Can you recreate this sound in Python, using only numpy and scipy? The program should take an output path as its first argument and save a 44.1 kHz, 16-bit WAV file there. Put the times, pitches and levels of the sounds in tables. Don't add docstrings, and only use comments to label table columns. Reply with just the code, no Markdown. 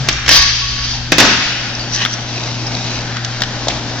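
import sys
import numpy as np
from scipy import signal
from scipy.fft import rfft, irfft, next_fast_len
from scipy.io import wavfile
from scipy.ndimage import uniform_filter1d, map_coordinates

SR = 44100
rng = np.random.default_rng(int(sys.argv[2]) if len(sys.argv) > 2 else 0)


def materialize(psi):
    bounded = np.clip(np.atleast_2d(psi).T, -1, 1)
    quanta = np.round(bounded * 32767).astype(np.int16)
    wavfile.write(sys.argv[1], SR, quanta)


N = 176400

# t/s, crack level/dB, deck ring level/dB, thud level/dB, crack t60/s
BOARD_BLOWS = [(.087, -0.5, -31.5, -36.5, 0.051), (0.262, -10, -43, -49.5, 0.047),
               (0.28, -2, -29.5, -40.5, .055), (0.291, 3, -24.5, -24, 0.041),
               (0.312, -4.5, -11.5, -37, 0.093), (1.1201, -1, -7.5, -20.5, 0.11),
               (1.1829, 3, -5, -16, 0.27), (1.201, 2.5, -6, -6.5, 0.064), (1.224, -18, -13, -10, 0.15),
               (1.252, -9, -15.5, -16, .18)]
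# f/Hz, level/dB, t60/s
DECK_MODES = [(159.3, -6, 0.4), (301.6, 10, 0.037), (508, -3, 0.064), (656, -3.5, 0.12), (772, 0.5, 0.041),
              (1579, 7, 0.039), (1770, -2, 0.057), (2497, 8, 0.031), (4770, 3, .04)]
# f/Hz, level/dB
CRACK_SPECTRUM = [(120, -27.5), (300, -13), (900, -12), (1600, -3.5), (2700, -3.5), (4000, -5),
                  (5700, -7.5), (8000, -12)]
THUD_SPECTRUM = [(100, -8), (170, 5.5), (330, 5.5), (560, 1), (1500, -0.5), (2500, -25.5)]

# f/Hz, level/dB, t60/s
RAIL_MODES = [(1715.4, -3.5, 0.064), (1844, -3, .2), (2250, -9, .1), (3120, 1, 0.1), (3316, -4, 0.077),
              (4200, -14.5, 0.12), (4700, -9, 0.062), (4820, -2.5, 0.068), (5540, 3, .05)]
# t/s, level/dB
RAIL_STRIKES = [(0.2903, 3), (0.312, -7.5)]
# t/s, level/dB
SLIDE_ENVELOPE = [(.275, -22.5), (.315, 1), (.39, -1.5), (.47, -12), (.57, -17), (.72, -20), (.86, -17.5),
                  (.94, -19), (.98, -28.5), (1.05, -76.5)]
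SING_ENVELOPE = [(.31, -31), (.43, -18.5), (.5, -33), (.58, -49), (.63, -26), (.7, -39.5), (.83, -36),
                 (.92, -55)]
# f/Hz, level/dB
SLIDE_SPECTRUM = [(250, -31), (500, -23.5), (950, -9), (1600, -8.5), (2300, -4.5), (3300, -1), (4300, 2),
                  (4900, 6.5), (5400, -4), (5900, 0), (8000, -17)]
# f/Hz, level/dB
SING_PARTIALS = [(1121, 1), (1704, -6)]

# t/s, rumble level/dB, whirr level/dB, hiss level/dB
ROLL_ENVELOPES = [(0, -33, -39, -28.5), (.09, -28, -27, -27), (.25, -48.5, -25.5, -37.5),
                  (.6, -41.5, -34, -33), (1.15, -36.5, -35.5, -36), (1.3, -26, -18, -11.5),
                  (1.8, -27, -32, -25), (2.22, -30, -33.5, -27), (2.42, -27, -39, -27.5),
                  (2.62, -28, -38, -28.5), (2.9, -25.5, -35, -27), (3.1, -31, -30, -29.5),
                  (3.28, -31, -31, -29), (3.8, -24, -35, -24.5), (4, -26, -31, -27.5)]
# f/Hz, level/dB
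ROLL_SPECTRUM = [(90, -5.5), (160, -1.5), (300, -2), (440, -9.5), (620, -5), (800, -5), (1100, -10),
                 (2000, -22.5)]
HISS_SPECTRUM = [(500, -37.5), (1150, -8.5), (1550, -7.5), (2200, -1.5), (2900, 0.5), (4000, 1.5),
                 (4900, 2), (5800, -2), (8000, -10.5)]
# t/s, squeal level/dB, chatter level/dB
SCUFF_ENVELOPES = [(1.88, -41, -53), (1.925, -22.5, -37.5), (1.942, -14.5, -25), (1.98, -24.5, -23),
                   (2.015, -34.5, -14), (2.04, -28, -17.5), (2.075, -30, -50), (2.14, -19.5, -37.5),
                   (2.18, -61, -59)]
# t/s, level/dB
RASP_ENVELOPE = [(2.2, -46.5), (2.37, -26.5), (2.6, -35.5), (2.79, -29), (2.95, -28.5), (3.15, -44.5)]
# f/Hz, level/dB, t60/s
WHIRR_MODES = [(800, -10.5, 0.035), (1500, -2, 0.0085), (1680, -1.5, 0.007)]
SQUEAL_MODES = [(4850, -14.5, 0.0048), (5700, -10, 0.0045)]
CHATTER_MODES = [(1160, -5.5, 0.11), (1880, 3, 0.012), (2850, 7.5, 0.0034), (3850, -1.5, .008)]
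RASP_MODES = [(2610, 4, 0.0042), (3930, 4, 0.011), (4700, 1, 0.0072), (5650, -0.5, 0.016)]
# t/s, level/dB, treble tilt/(dB per octave)
WHEEL_CLACKS = [(2.0507, -4, -2), (2.0603, -8, -5.5), (3.1686, -13.5, -0.5), (3.2473, -7.5, 6),
                (3.407, -15.5, 6), (3.4197, -4.5, 1), (3.4357, -10, -1), (3.6832, 0, 7)]
# f/Hz, level/dB, t60/s
TRUCK_MODES = [(280, -11, 0.016), (1550, -6, 0.0035), (1900, 0.5, 0.0027), (3350, 4, 0.0033),
               (4770, -10.5, 0.0016)]
# t/s, level/dB, centre f/Hz, width/octaves, t60/s
SCRAPES = [(0.128, -10.5, 5880, 0.13, 0.018), (0.934, -30.5, 797, 0.23, 0.45),
           (1.75, -14.5, 5300, 0.14, 0.047), (1.795, -21.5, 4620, 0.057, 0.33), (2.668, -18, 5200, .1, .07),
           (2.7512, -10.5, 4270, 0.32, 0.01), (3.671, -9, 600, 0.48, 0.025), (3.684, -17, 490, 0.77, 0.11),
           (3.699, -15.5, 2500, 1, 0.14)]

# f/Hz, level/dB
HUM_PARTIALS = [(119.9, -26.5), (240.4, -38.5)]
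# t/s, level/dB
RUMBLE_ENVELOPE = [(0, -26), (.25, -24), (.38, -18), (.6, -25.5), (1.2, -28.5), (2, -37.5), (3.2, -42.5),
                   (3.45, -30.5), (4, -41)]
# f/Hz, level/dB
RUMBLE_SPECTRUM = [(12, -13), (25, -9.5), (38, -11), (58, -1), (78, -15), (110, -14), (250, -23),
                   (800, -34)]
# f/Hz, t60/s
HALL_T60 = [(150, 0.69), (400, 0.41), (1000, 0.76), (2700, 1.43), (6000, 0.9), (9000, 0.32)]
# f/Hz, coherence/1
COHERENCE = [(100, 0.96), (1000, 0.95), (2000, 0.64), (5000, 0.44)]
# f/Hz, level/dB
MIC_RESPONSE = [(20, 1.5), (5000, 1), (5900, 3.5), (6500, -1), (7300, -4.5), (8200, -21), (9000, -44),
                (11000, -100.5)]

THUD_T60_S, CLACK_T60_S, CLACK_TILT_ABOVE_HZ = 0.26, 0.027, 1600
RAIL_RUB_DB, RAIL_HIT_DB, SLIDE_JUDDER_DB = -12, -9.5, 1.6
SING_JITTER_HZ, SING_FLUTTER_DB = 7, 1.5
SWAY_HZ, SWAY_DB, SWAY_RISE_S, SWAY_T60_S = 64.4, -21, 0.038, 2.9
RASP_DRIFT, RASP_ROUGH_DB = .015, 2.5
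GRIT_PER_S, GRIT_SPREAD_DB = 2500, 2.5
PATCH_DB, PATCH_HZ, PATCH_S = 1.3, 232, 0.076
RAMP_HZ, RAMP_T60_S, RAMP_DB = 136, 0.68, -16.5
HUM_WAVER_DB = .7
HALL_DB, HALL_BUILD_S, SLIDE_WET_DB, CONTACT_WET_DB = -3.5, 0.013, -4.5, -8
ROLL_PAN_DB, HALL_PAN_DB, LEFT_LEAD_S = 1.28, 0.74, .00005
DUCK_ABOVE_DB, DUCK_SHARE, DUCK_RELEASE_DB_PER_S, DUCK_ATTACK_S = -17, 0.32, 8, 0.029
CLIP_DB, LOWPASS_HZ = 3, 16500


def board_blows():
    crack = stereo(noise(), spectrum(CRACK_SPECTRUM))
    thud = stereo(noise(), spectrum(THUD_SPECTRUM))
    return sum(amp(crack_db) * decay(start, t60) * crack
               + amp(ring_db - 4.5) * ring(DECK_MODES, start)
               + amp(thud_db) * decay(start, THUD_T60_S) * thud
               for start, crack_db, ring_db, thud_db, t60 in BOARD_BLOWS)


def rail_slide():
    pressure, = envelopes(SLIDE_ENVELOPE, outside=-120)
    friction = stereo(patchy(noise()), spectrum(SLIDE_SPECTRUM))
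    rubbed = amp(RAIL_RUB_DB) * stereo(grit(), resonators(RAIL_MODES))
    struck = sum(amp(RAIL_HIT_DB + db) * ring(RAIL_MODES, start) for start, db in RAIL_STRIKES)
    judder = amp(-1.5 + SLIDE_JUDDER_DB * wobble(45))
    return pressure * judder * (friction + rubbed) + struck


def rail_singing():
    envelope, = envelopes(SING_ENVELOPE, outside=-120)
    tones = 0
    for hz, db in SING_PARTIALS:
        level = amp(db + SING_FLUTTER_DB * wobble(60))
        phase = 2 * np.pi * np.cumsum(hz + SING_JITTER_HZ * wobble(120)) / SR
        tones += level * np.sin(phase)
    return np.sqrt(2) * envelope * tones


def rail_sway():
    t, landing = clock(), RAIL_STRIKES[0][0]
    rise = 1 - np.exp(-np.maximum(t - landing, 0) / SWAY_RISE_S)
    return amp(SWAY_DB) * rise * decay(landing, SWAY_T60_S) * np.sin(2 * np.pi * SWAY_HZ * t)


def rolling():
    rumble, whirr, hiss = envelopes(ROLL_ENVELOPES)
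    return (rumble * amp(wobble(16)) * stereo(noise(), spectrum(ROLL_SPECTRUM))
            + whirr * amp(wobble(10)) * stereo(noise(), resonators(WHIRR_MODES))
            + hiss * amp(1.1 * wobble(20)) * stereo(patchy(grit() + noise()), spectrum(HISS_SPECTRUM)))


def wheel_scuff():
    squeal, chatter = envelopes(SCUFF_ENVELOPES, outside=-120)
    flutter = amp(wobble(90))
    return flutter * (squeal * stereo(grit(), resonators(SQUEAL_MODES))
                      + chatter * stereo(grit() + noise(), resonators(CHATTER_MODES)))


def wheel_rasp():
    envelope, = envelopes(RASP_ENVELOPE, outside=-120)
    position = np.cumsum(1 + RASP_DRIFT * wobble(14))
    steady = stereo(grit(), resonators(RASP_MODES))
    drifting = np.array([map_coordinates(side, [position], mode="wrap") for side in steady])
    return envelope * amp(RASP_ROUGH_DB * wobble(190)) * drifting


def truck_clacks():
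    def truck(tilt_db):
        octaves_above = lambda f: np.log2(np.maximum(f / CLACK_TILT_ABOVE_HZ, 1))
        return lambda f: resonators(TRUCK_MODES)(f) * amp(tilt_db * octaves_above(f))
    return sum(amp(db) * decay(start, CLACK_T60_S) * stereo(noise(), truck(tilt_db))
               for start, db, tilt_db in WHEEL_CLACKS)


def scrapes():
    def band(centre, octaves):
        return lambda f: (1 + (np.log2((f + 1) / centre) / octaves) ** 2 / 2) ** -2
    return sum(amp(db) * decay(start, t60) * stereo(noise(), band(hz, octaves))
               for start, db, hz, octaves, t60 in SCRAPES)


def ramp_boom():
    return amp(RAMP_DB) * decay(0, RAMP_T60_S) * np.sin(2 * np.pi * RAMP_HZ * clock())


def mains_hum():
    return sum(np.sqrt(2) * amp(db + HUM_WAVER_DB * wobble(4.6))
               * np.sin(2 * np.pi * (hz * clock() + rng.random())) for hz, db in HUM_PARTIALS)


def room_rumble():
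    envelope, = envelopes(RUMBLE_ENVELOPE)
    return envelope * stereo(noise(), spectrum(RUMBLE_SPECTRUM))


def hall(x):
    hz, t, bins = signal.stft(rng.standard_normal((2, 2 * SR)), SR, nperseg=256)
    fade = np.exp(-np.log(1000) * t / log_interp(HALL_T60, hz)[:, None])
    build = 1 - np.exp(-t / HALL_BUILD_S)
    tail = signal.istft(bins * fade * build, SR, nperseg=256)[1]
    tail = tail / np.linalg.norm(tail[0])
    wet = signal.fftconvolve(x, tail, axes=1)[:, :N]
    bass = filtered(wet, lambda f: np.clip(log_interp(COHERENCE, f), 0, 1) ** 4)
    return amp(HALL_DB) * (wet - bass + bass[0])


def ring(modes, start, vary_db=2):
    t, out = np.arange(SR) / SR, np.zeros(N + SR)
    for hz, db, t60 in modes:
        gain = amp(db + vary_db * rng.normal()) * rng.choice([-1, 1])
        out[round(start * SR):][:SR] += gain * np.sin(2 * np.pi * hz * t) * np.exp(-np.log(1000) * t / t60)
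    return out[:N]


def resonators(modes):
    widths = [np.log(1000) / np.pi / t60 for _, _, t60 in modes]
    return lambda f: sum(amp(db) / np.sqrt(width) * 1j * f * width / (hz * hz - f * f + 1j * f * width)
                         for (hz, db, _), width in zip(modes, widths))


def grit():
    contacts = (rng.random((2, N)) < GRIT_PER_S / SR) * noise() * amp(GRIT_SPREAD_DB * noise())
    return unit_rms(unit_rms(contacts) + .5 * noise())


def patchy(pair):
    hz, t, bins = signal.stft(pair, SR, nperseg=1024)
    grid = np.meshgrid(hz / PATCH_HZ, t / PATCH_S, indexing="ij")
    patches = map_coordinates(rng.standard_normal((200, 100)), grid, mode="wrap")
    return signal.istft(bins * amp(PATCH_DB * patches), SR, nperseg=1024)[1][:, :N]


def stereo(pair, response):
    def mid_side(hz):
        angle = np.arccos(np.clip(log_interp(COHERENCE, hz), -1, 1)) / 2
        return response(hz) * np.array([np.cos(angle), np.sin(angle)])
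    mid, side = filtered(pair, mid_side)
    return unit_rms(np.array([mid + side, mid - side]))


def filtered(x, response):
    size = next_fast_len(N + SR)
    return irfft(rfft(x, size) * response(np.fft.rfftfreq(size, 1 / SR)), size)[..., :N]


def spectrum(points):
    return lambda hz: amp(log_interp(points, hz))


def log_interp(points, hz):
    f, values = np.transpose(points)
    return np.interp(np.log(hz + 1), np.log(f + 1), values)


def envelopes(rows, outside=None):
    times, *columns = np.transpose(rows)
    return [amp(np.interp(clock(), times, db, outside, outside)) for db in columns]


def decay(start, t60):
    t = clock() - start
    return (t >= 0) * np.exp(-np.log(1000) * np.maximum(t, 0) / t60)


def wobble(rate):
    return map_coordinates(rng.standard_normal(400), [clock() * rate], mode="wrap")


def noise():
    return rng.standard_normal((2, N))


def amp(db):
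    return 10 ** (np.asarray(db) / 20)


def unit_rms(x):
    return x / np.sqrt(np.mean(x ** 2) + 1e-20)


def clock():
    return np.arange(N) / SR


def scene():
    blows, slide = board_blows(), rail_slide()
    contacts = truck_clacks() + scrapes() + wheel_scuff() + wheel_rasp()
    wet = hall(blows + amp(SLIDE_WET_DB) * slide + amp(CONTACT_WET_DB) * contacts)
    sides = np.array([[1], [-1]])
    left_first = lambda x: filtered(x, lambda f: np.exp(1j * np.pi * f * LEFT_LEAD_S * sides))
    sustained = left_first(rolling()) + rail_singing() + rail_sway()
    background = ramp_boom() + mains_hum() + room_rumble()
    return (blows + (left_first(slide + contacts) + wet) * amp(HALL_PAN_DB * sides)
            + (sustained + background) * amp(ROLL_PAN_DB * sides))


def record(dry):
    x = filtered(dry, spectrum(MIC_RESPONSE))
    power = uniform_filter1d(np.mean(x ** 2, axis=0), size=256)
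    level_db = 10 * np.log10(np.abs(power) + 1e-12)
    excess_db = np.maximum(level_db - DUCK_ABOVE_DB, 0)
    recovery = DUCK_RELEASE_DB_PER_S * clock()
    duck_db = np.maximum.accumulate(DUCK_SHARE * excess_db + recovery) - recovery
    pole = np.exp(-1 / (DUCK_ATTACK_S * SR))
    ducked = x * amp(-signal.lfilter([1 - pole], [1, -pole], duck_db))
    clipped = np.clip(ducked, -amp(CLIP_DB), amp(CLIP_DB))
    return filtered(clipped, lambda hz: 1 / (1 + (hz / LOWPASS_HZ) ** 40))


dry = scene()
out = record(dry)
materialize(out)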